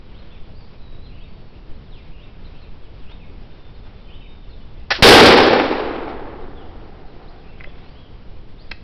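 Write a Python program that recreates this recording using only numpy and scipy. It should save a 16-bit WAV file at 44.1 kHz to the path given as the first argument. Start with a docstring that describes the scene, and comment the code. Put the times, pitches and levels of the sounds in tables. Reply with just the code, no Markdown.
"""A flintlock musket fired in a wood, close to the microphone: flint on steel, hissing priming, then the charge.
Lock and fittings are struck sets of decaying modes with scrapes; hiss, puff and report are shaped noise.
The blast, a pressure pulse and gas noise, overloads the microphone and rolls away among the trunks.
Small birds, bending sine whistles, sing far off over a low rumble of air; cloth rubs now and then.
Later the gun's fittings clack as it is lowered."""
import sys
import numpy as np
from scipy import signal
from scipy.fft import rfft, irfft, next_fast_len
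from scipy.io import wavfile
from scipy.ndimage import map_coordinates

SR = 44100
rng = np.random.default_rng(int(sys.argv[2]) if len(sys.argv) > 2 else 0)


def generate_wav(sig):
    """Save sig (samples, or channels by samples) to the path in sys.argv[1] as 16-bit PCM at SR."""
    pcm = np.round(np.clip(np.atleast_2d(sig).T, -1, 1) * 32767).astype(np.int16)
    wavfile.write(sys.argv[1], SR, pcm)


N = 389403  # length in samples


def amp(db):
    """Decibels to gain."""
    return 10 ** (np.asarray(db) / 20)


def unit(x):
    """Scale to rms 1."""
    return x / np.sqrt(np.mean(x ** 2) + 1e-20)


def along(points, hz):
    """Read (Hz, value) points on a log frequency axis."""
    point_hz, values = np.transpose(points)
    return np.interp(np.log(hz + 1), np.log(point_hz + 1), values)


def clock():
    """The time of every sample in seconds."""
    return np.arange(N) / SR


def wobble(rate):
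    """A smooth random curve with rate knots a second."""
    knots = rng.standard_normal(int(N * rate / SR) + 4)
    return map_coordinates(knots, [clock() * rate])


def filtered(x, response):
    """Multiply the spectrum of x by a response of frequency."""
    size = next_fast_len(N + SR // 2)
    hz = np.fft.rfftfreq(size, 1 / SR)
    return irfft(rfft(x, size) * response(hz), size)[:N]


def noise(spectrum):
    """Random noise coloured by a spectrum, at rms 1."""
    white = rng.standard_normal(N)
    return unit(filtered(white, lambda hz: amp(along(spectrum, hz))))


def add(track, s, sound):
    """Mix a sound into the track from time s."""
    room = track[round(s * SR):][:len(sound)]
    room += sound[:len(room)]


def fade(t, t60):
    """Exponential decay, 60 dB down after t60 seconds."""
    return np.exp(-np.log(1000) * t / t60)


def envelope(start, attack, hold, t60):
    """A straight rise, a hold and an exponential release, in seconds."""
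    t = clock() - start
    return np.clip(t / attack, 0, 1) * fade(np.maximum(t - attack - hold, 0), t60)


def scattered(x, wet_db, t60):
    """A sound with its soft return from the nearby trees, a decaying random tail."""
    t = np.arange(SR) / SR
    tail = rng.standard_normal(SR) * fade(t, t60)
    tail /= np.linalg.norm(tail)
    return x + amp(wet_db) * signal.fftconvolve(x, tail)[:N]


# Spectrum of the open air in the wood. Each row: frequency in Hz, relative density in dB per Hz.
AIR = [(5, 1.5), (15, 1.5), (24, -3.5), (66, -11.5), (108, -15.5), (200, -21.5), (310, -26), (450, -27),
       (620, -32.5), (1000, -36), (1700, -42), (3000, -42.5), (4800, -48), (6500, -53.5)]
AIR_DB = -34


def air():
    """Moving air: a restless rumble under the faint hush of leaves."""
    whole = noise(AIR)
    rumble = filtered(whole, lambda hz: 1 / (1 + (hz / 150) ** 2))
    hush = whole - rumble
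    rumble_gain = amp(1.76 * wobble(7))
    hush_gain = amp(0.21 * wobble(2) + 0.77 * wobble(23))
    return amp(AIR_DB) * (rumble * rumble_gain + hush * hush_gain)


# Shapes of bird notes by name. Each list: pitch ratios at even steps through the note.
SHAPES = {"fall": [1.5, 1.01, .71], "rise": [.76, 1, 1.22], "sag": [1.13, 0.98, .85], "arch": [.8, 1, .85],
          "scoop": [1.08, 1, 1.11], "held": [1.01, 0.99, 0.97]}
WARBLE, WARBLE_RATE = .021, 150  # unsteadiness of pitch: greatest scale as a share, random knots a second


def syllable(shape, length, hz):
    """A whistle that bends smoothly through its shape; the faster the bend, the more it warbles, up to a limit."""
    ratios = SHAPES[shape]
    u = np.linspace(0, 1, int(length * SR))  # progress through the note
    steps = np.linspace(0, 1, len(ratios))
    bend = np.polyval(np.polyfit(steps, ratios, len(ratios) - 1), u)
    turns = map_coordinates(rng.standard_normal(size=256), [u * length * WARBLE_RATE], mode="mirror")
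    bend_speed = np.ptp(ratios) / length
    warble = WARBLE * turns * min(bend_speed / 3.5, 1)
    swell = np.sqrt(np.clip(8 * u * (1 - u), 0, 1))
    return swell * np.sin(2 * np.pi * np.cumsum(hz * bend * (1 + warble)) / SR)


# The nearest bird's phrase: a downslur, an upsweep and a low closing note. Each row: upsweep start in seconds,
# its pitch in Hz, its relative level in dB, downslur lead in seconds, downslur relative level in dB,
# closing note lag in seconds.
PHRASES = [(.125, 3450, -55, .08, -62, .19), (1.18, 3200, -55.5, .145, -58.5, 0.043),
           (2.175, 3150, -54, 0.27, -52.5, .05), (2.535, 3050, -56, .15, -66, .085),
           (3.06, 3140, -51, 0.077, -59, 0.13), (4.085, 3050, -50, .075, -61, .12),
           (7.525, 2750, -54.5, .15, -61, .16)]
# Single notes: a few arch syllables just before the nearest bird's upsweeps, the rest calls of other birds in
# the wood. 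# Each row: start in seconds, shape, length in seconds, pitch in Hz, relative level in dB.
NOTES = [(.19, "sag", .055, 3900, -57), (.3, "arch", 0.057, 3500, -54), (.545, "arch", .09, 4850, -57.5),
         (.64, "rise", .06, 4450, -62), (.78, "scoop", .32, 3830, -57.5), (1.12, "held", .42, 4560, -69),
         (1.115, "arch", .08, 3000, -57), (2.115, "arch", .06, 2840, -55), (2.44, "arch", 0.038, 4090, -56),
         (3.42, "held", 0.73, 3590, -63.5), (4.05, "held", 0.24, 3070, -56), (4.14, "held", .36, 3720, -61),
         (4.49, "sag", .07, 3950, -56.5), (4.35, "held", .55, 3496, -65.5),
         (6.55, "sag", 0.089, 3320, -52.5), (7.06, "sag", .07, 4150, -60), (7.272, "rise", .03, 4150, -55),
         (7.465, "arch", .055, 2700, -55.5), (7.658, "arch", .055, 3500, -51.5),
         (7.75, "rise", .19, 4030, -62), (7.94, "arch", .12, 3350, -55.5), (8.57, "rise", 0.063, 4150, -55)]
SLUR_S, SLUR_HZ = .11, 2900  # downslur length and base pitch
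SWEEP_S = .075  # upsweep length
CLOSE_S, CLOSE_HZ, CLOSE_DB = .07, 2520, -3  # closing note; level against the upsweep


def birds():
    """One bird repeats its whistled phrase, others call between; farther ones twitter at random times."""
    out = np.zeros(N)
    for s, hz, db, lead, slur_db, lag in PHRASES:
        add(out, s - lead, amp(slur_db) * syllable("fall", SLUR_S, SLUR_HZ))
        add(out, s, amp(db) * syllable("rise", SWEEP_S, hz))
        add(out, s + lag, amp(db + CLOSE_DB) * syllable("sag", CLOSE_S, CLOSE_HZ))
    for s, shape, length, hz, db in NOTES:
        add(out, s, amp(db) * syllable(shape, length, hz))
    for when, span, distance, height, kind in rng.random(size=(50, 5)):
        shape = ("rise", "sag", "arch")[int(3 * kind)]
        note = syllable(shape, .02 + .05 * span, 2350 + 2000 * height)
        add(out, when * N / SR, amp(-59.0 - 7 * distance) * note)
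    return out * amp(-1.1 + 1.8 * wobble(45))  # the level flutters


# The shooter's coat and straps shift. Each row: start in seconds, length in seconds, relative level in dB.
SHIFTS = [(0, .44, -52.5), (2.3, .42, -54), (3.08, .11, -50), (3.33, 0.4, -55.5), (3.818, .17, -52.5),
          (7.58, 0.5, -52.5)]
# Spectrum of the rubbing cloth. Each row: frequency in Hz, relative density in dB per Hz.
CLOTH = [(100, -18), (300, 3), (700, 3.5), (1400, -3), (3000, -4.5), (5500, -15.5)]


def coat():
    """Cloth rubs in short, grainy strokes of noise."""
    strokes = np.zeros(N)
    for s, length, db in SHIFTS:
        add(strokes, s, amp(db) * np.sin(np.linspace(0, np.pi, int(length * SR))))
    return strokes * unit(noise(CLOTH) * amp(3.6 * wobble(150)))


# Spectrum of the distant hillside's answer. Each row: frequency in Hz, relative density in dB per Hz.
DISTANT = [(100, -19.5), (250, -3), (450, 1), (620, -6.5), (770, 2.5), (920, -10), (1400, -10), (2500, -20),
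           (5000, -33)]
HILL_S, HILL_DB = 6.32, -48


def hillside():
    """The report comes back late from far away, drawn out and with its treble gone."""
    swell = envelope(HILL_S, attack=.3, hold=.7, t60=3.6)
    return amp(HILL_DB + 1.2 * wobble(23)) * swell * noise(DISTANT)


def strike(modes, scrape, scrape_t60):
    """One metal contact: decaying modes at new strengths and a short noise scrape."""
    t = np.arange(SR // 4) / SR
    hit = scrape * fade(t, scrape_t60) * rng.standard_normal(len(t))
    for hz, db, t60 in modes:
        tone = np.sin(2 * np.pi * (hz * t + rng.random()))
        hit += amp(db + rng.normal(0, 3)) * fade(t, t60) * tone
    return hit * (1 - np.exp(-t / 0.00025))  # softened onset


# Clacks as the gun is lowered. Each row: start in seconds, relative level in dB, cutoff in Hz above which
# the contact excites little.
RATTLE = [(7.602, -37, 2400), (7.6078, -30, 2400), (7.6385, -41, 6000), (7.6422, -28, 2400),
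          (8.7116, -40, 6000), (8.7137, -25.5, 6040), (8.7158, -21.5, 4400), (8.719, -24, 2400)]
# Ringing modes of the fittings. Each row: frequency in Hz, mean relative level in dB, t60 in seconds.
FITTINGS = [(1610, -4, 0.015), (2038, 2.5, 0.029), (2250, 4, 0.012), (2566, 1.5, 0.019), (3130, 1.5, 0.015),
            (3350, -2.5, 0.016), (4160, 4.5, .016), (5040, -4, 0.026)]
STOCK_S, STOCK_DB, STOCK_HZ, STOCK_T60 = 7.673, -30.5, 560, 0.032  # dull knock on the wooden stock


def fittings():
    """Loose steel clacks on the gun and the stock takes a knock; soft contacts ring mainly the low modes."""
    out = np.zeros(N)
    for s, db, contact_hz in RATTLE:
        softness = signal.butter(4, contact_hz, fs=SR)
        clack = signal.lfilter(*softness, strike(FITTINGS, scrape=2.3, scrape_t60=0.025))
        add(out, s, amp(db - 5) * clack)
    t = np.arange(SR // 8) / SR
    knock = fade(t, STOCK_T60) * np.sin(2 * np.pi * STOCK_HZ * t)
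    add(out, STOCK_S, amp(STOCK_DB) * knock)
    return out


# Knocks of flint on steel and of the pan cover flying open. Each row: start in seconds, relative level in dB.
LOCK = [(4.9056, -12.5), (4.9098, -13.5), (4.9135, -11.5), (4.9196, -12), (4.9222, -14), (4.9355, -24.5)]
# Ringing modes of the lock. Each row: frequency in Hz, mean relative level in dB, t60 in seconds.
LOCK_MODES = [(652, -5, 0.048), (744, 0, 0.027), (1520, 0.5, 0.033), (1740, 0, .05), (2010, 0, 0.043),
              (2590, -4.5, 0.042), (3030, -11, 0.049), (4076, -13.5, 0.05), (4970, -13.5, .04)]
# Spectra of the flint grinding on the steel, the priming hissing in the pan and the flame puffing through
# the touch hole. Each row: frequency in Hz, relative density in dB per Hz.
GRIND = [(150, -28.5), (450, -5), (680, 4), (1000, -3), (1750, 2), (2600, -1.5), (4200, -4), (5500, -2),
         (7000, -20.5)]
HISS = [(100, -27), (500, -6.5), (1800, -2), (3500, -1), (5500, -5), (7000, -12.5)]
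PUFF = [(60, -20), (180, -12), (330, -2), (500, -2.5), (900, -10.5), (2500, -32.5)]
FLINT_S, FLINT_DB = 4.9045, -15.5  # the flint starts to grind along the steel
FLASH_S, FLASH_DB = 4.901, -25.5  # the priming catches
PUFF_S, PUFF_DB = 4.984, -27  # the flame blows through the touch hole


def lock():
    """The flint grinds sparks off ringing steel; the priming hisses in the pan and puffs through the touch hole."""
    snap = np.zeros(N)
    for s, db in LOCK:
        add(snap, s, amp(db - 6.5) * strike(LOCK_MODES, scrape=1.4, scrape_t60=0.027))
    grind = amp(FLINT_DB) * envelope(FLINT_S, attack=.002, hold=.0165, t60=.045) * noise(GRIND)
    sputter_db = 1.6 * wobble(350)
    flare = envelope(FLASH_S, attack=0.014, hold=0.049, t60=.16)
    hiss = amp(FLASH_DB + sputter_db) * flare * noise(HISS)
    puff = amp(PUFF_DB) * envelope(PUFF_S, attack=.006, hold=0.0087, t60=.18) * noise(PUFF)
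    return snap + grind + hiss + puff


# How long the wood holds each pitch. Each row: frequency in Hz, t60 in seconds.
WOOD = [(60, 1.3), (150, 1.6), (280, 2.82), (500, 2.28), (900, 2.5), (1500, 2.1), (2400, 1.75),
        (4000, 1.435), (5500, 1.18)]


def among_trees(x):
    """Let a steady sound die as it does in the wood: leaves take the treble, soft ground the bass."""
    hz, t, spectra = signal.stft(x, SR, nperseg=512)
    decay = fade(t, along(WOOD, hz)[:, None])
    return signal.istft(spectra * decay, SR, nperseg=512)[1][:N]


# Spectra of the gas jet at the muzzle, the nearest trunks' answer, and the report scattered by the wood
# as it starts. Each row: frequency in Hz, relative density in dB per Hz.
CRACK = [(100, -13.5), (400, -3.5), (900, -3), (1700, 0.5), (3800, -1.5), (5500, -5)]
BOOM = [(100, -25), (220, -8.5), (300, 0.5), (480, 2), (600, -12.5), (1000, -30)]
REPORT = [(25, -14), (90, -6.5), (165, -12), (240, -3), (330, -0.5), (470, 2), (630, -5.5), (810, -3),
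          (980, -8.5), (1500, -9), (2400, -10), (3800, -11), (5200, -12.5), (6500, -18)]
# Single echoes from stands of trees. Each row: start in seconds, level in dB.
ECHOES = [(5.258, -1), (5.375, -13.5), (5.434, -14.5), (5.631, -27.5), (5.72, -34.5), (6.09, -43)]
SHOT_S, BOOM_S = 5.0238, 5.063  # the shot, and the nearest trunks' answer
BUILD_S = 0.064  # time constant as the wave reaches more trunks and the returns thicken
NEAR_STAND_DB, NEAR_STAND_T60 = 9.5, 1.36  # first wash from the closest trees, level against the long roll


def blast():
    """The muzzle's crack and pressure wave, then the report thrown back by countless trunks."""
    t = clock()
    near = np.zeros(N)
    add(near, SHOT_S, amp(5) * fade(t, 0.18) * noise(CRACK))
    u = t / 0.0019
    add(near, SHOT_S + 0.0024, amp(17) * (1 - u) * np.exp(-u))  # a push, then suction
    add(near, BOOM_S, amp(4.5) * fade(t, 0.45) * noise(BOOM))

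    far = np.zeros(N)
    near_stand = amp(NEAR_STAND_DB) * fade(t, NEAR_STAND_T60)
    returns = (1 - np.exp(-t / BUILD_S)) * (1 + near_stand)
    add(far, SHOT_S, amp(-.1) * returns * among_trees(noise(REPORT)))
    clumps_db = 0.75 * wobble(35) + 1.3 * wobble(240)  # trunks stand unevenly, so returns come in clumps
    far *= amp(clumps_db)

    echo_level = np.zeros(N)
    for s, db in ECHOES:
        add(echo_level, s, amp(db) * fade(t[:SR], .16))
    return near + far + echo_level * noise(REPORT)


def scene():
    """The wood with its birds, the shooter's coat and the gun, mixed at one microphone."""
    gun = scattered(lock(), wet_db=-17.5, t60=0.63) + scattered(fittings(), wet_db=-12.5, t60=0.35)
    song = scattered(birds(), wet_db=-.5, t60=.8)
    return (air() + song + coat() + hillside() + gun + blast())[None]


MIC_HZ, TOP_HZ = 5656, 15900  # the microphone's steep upper edge; nothing passes above the top


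def record(dry):
    """A narrow-band microphone overloads; only its clipping makes sound in the high treble."""
    heard = filtered(dry[0], lambda hz: 1 / np.sqrt(1 + (hz / MIC_HZ) ** 50))
    ceiling = .71
    clipped = np.clip(heard, -ceiling, ceiling)
    treble = [(5000, 0), (6500, -8.5), (10500, -4.5), (15500, -8)]  # (Hz, dB)

    def response(hz):
        """Treble tilt, closing over the last 200 Hz below the top."""
        return amp(along(treble, hz)) * np.clip((TOP_HZ - hz) / 200, 0, 1)

    return filtered(clipped, response)[None]


dry = scene()
out = record(dry)
generate_wav(out)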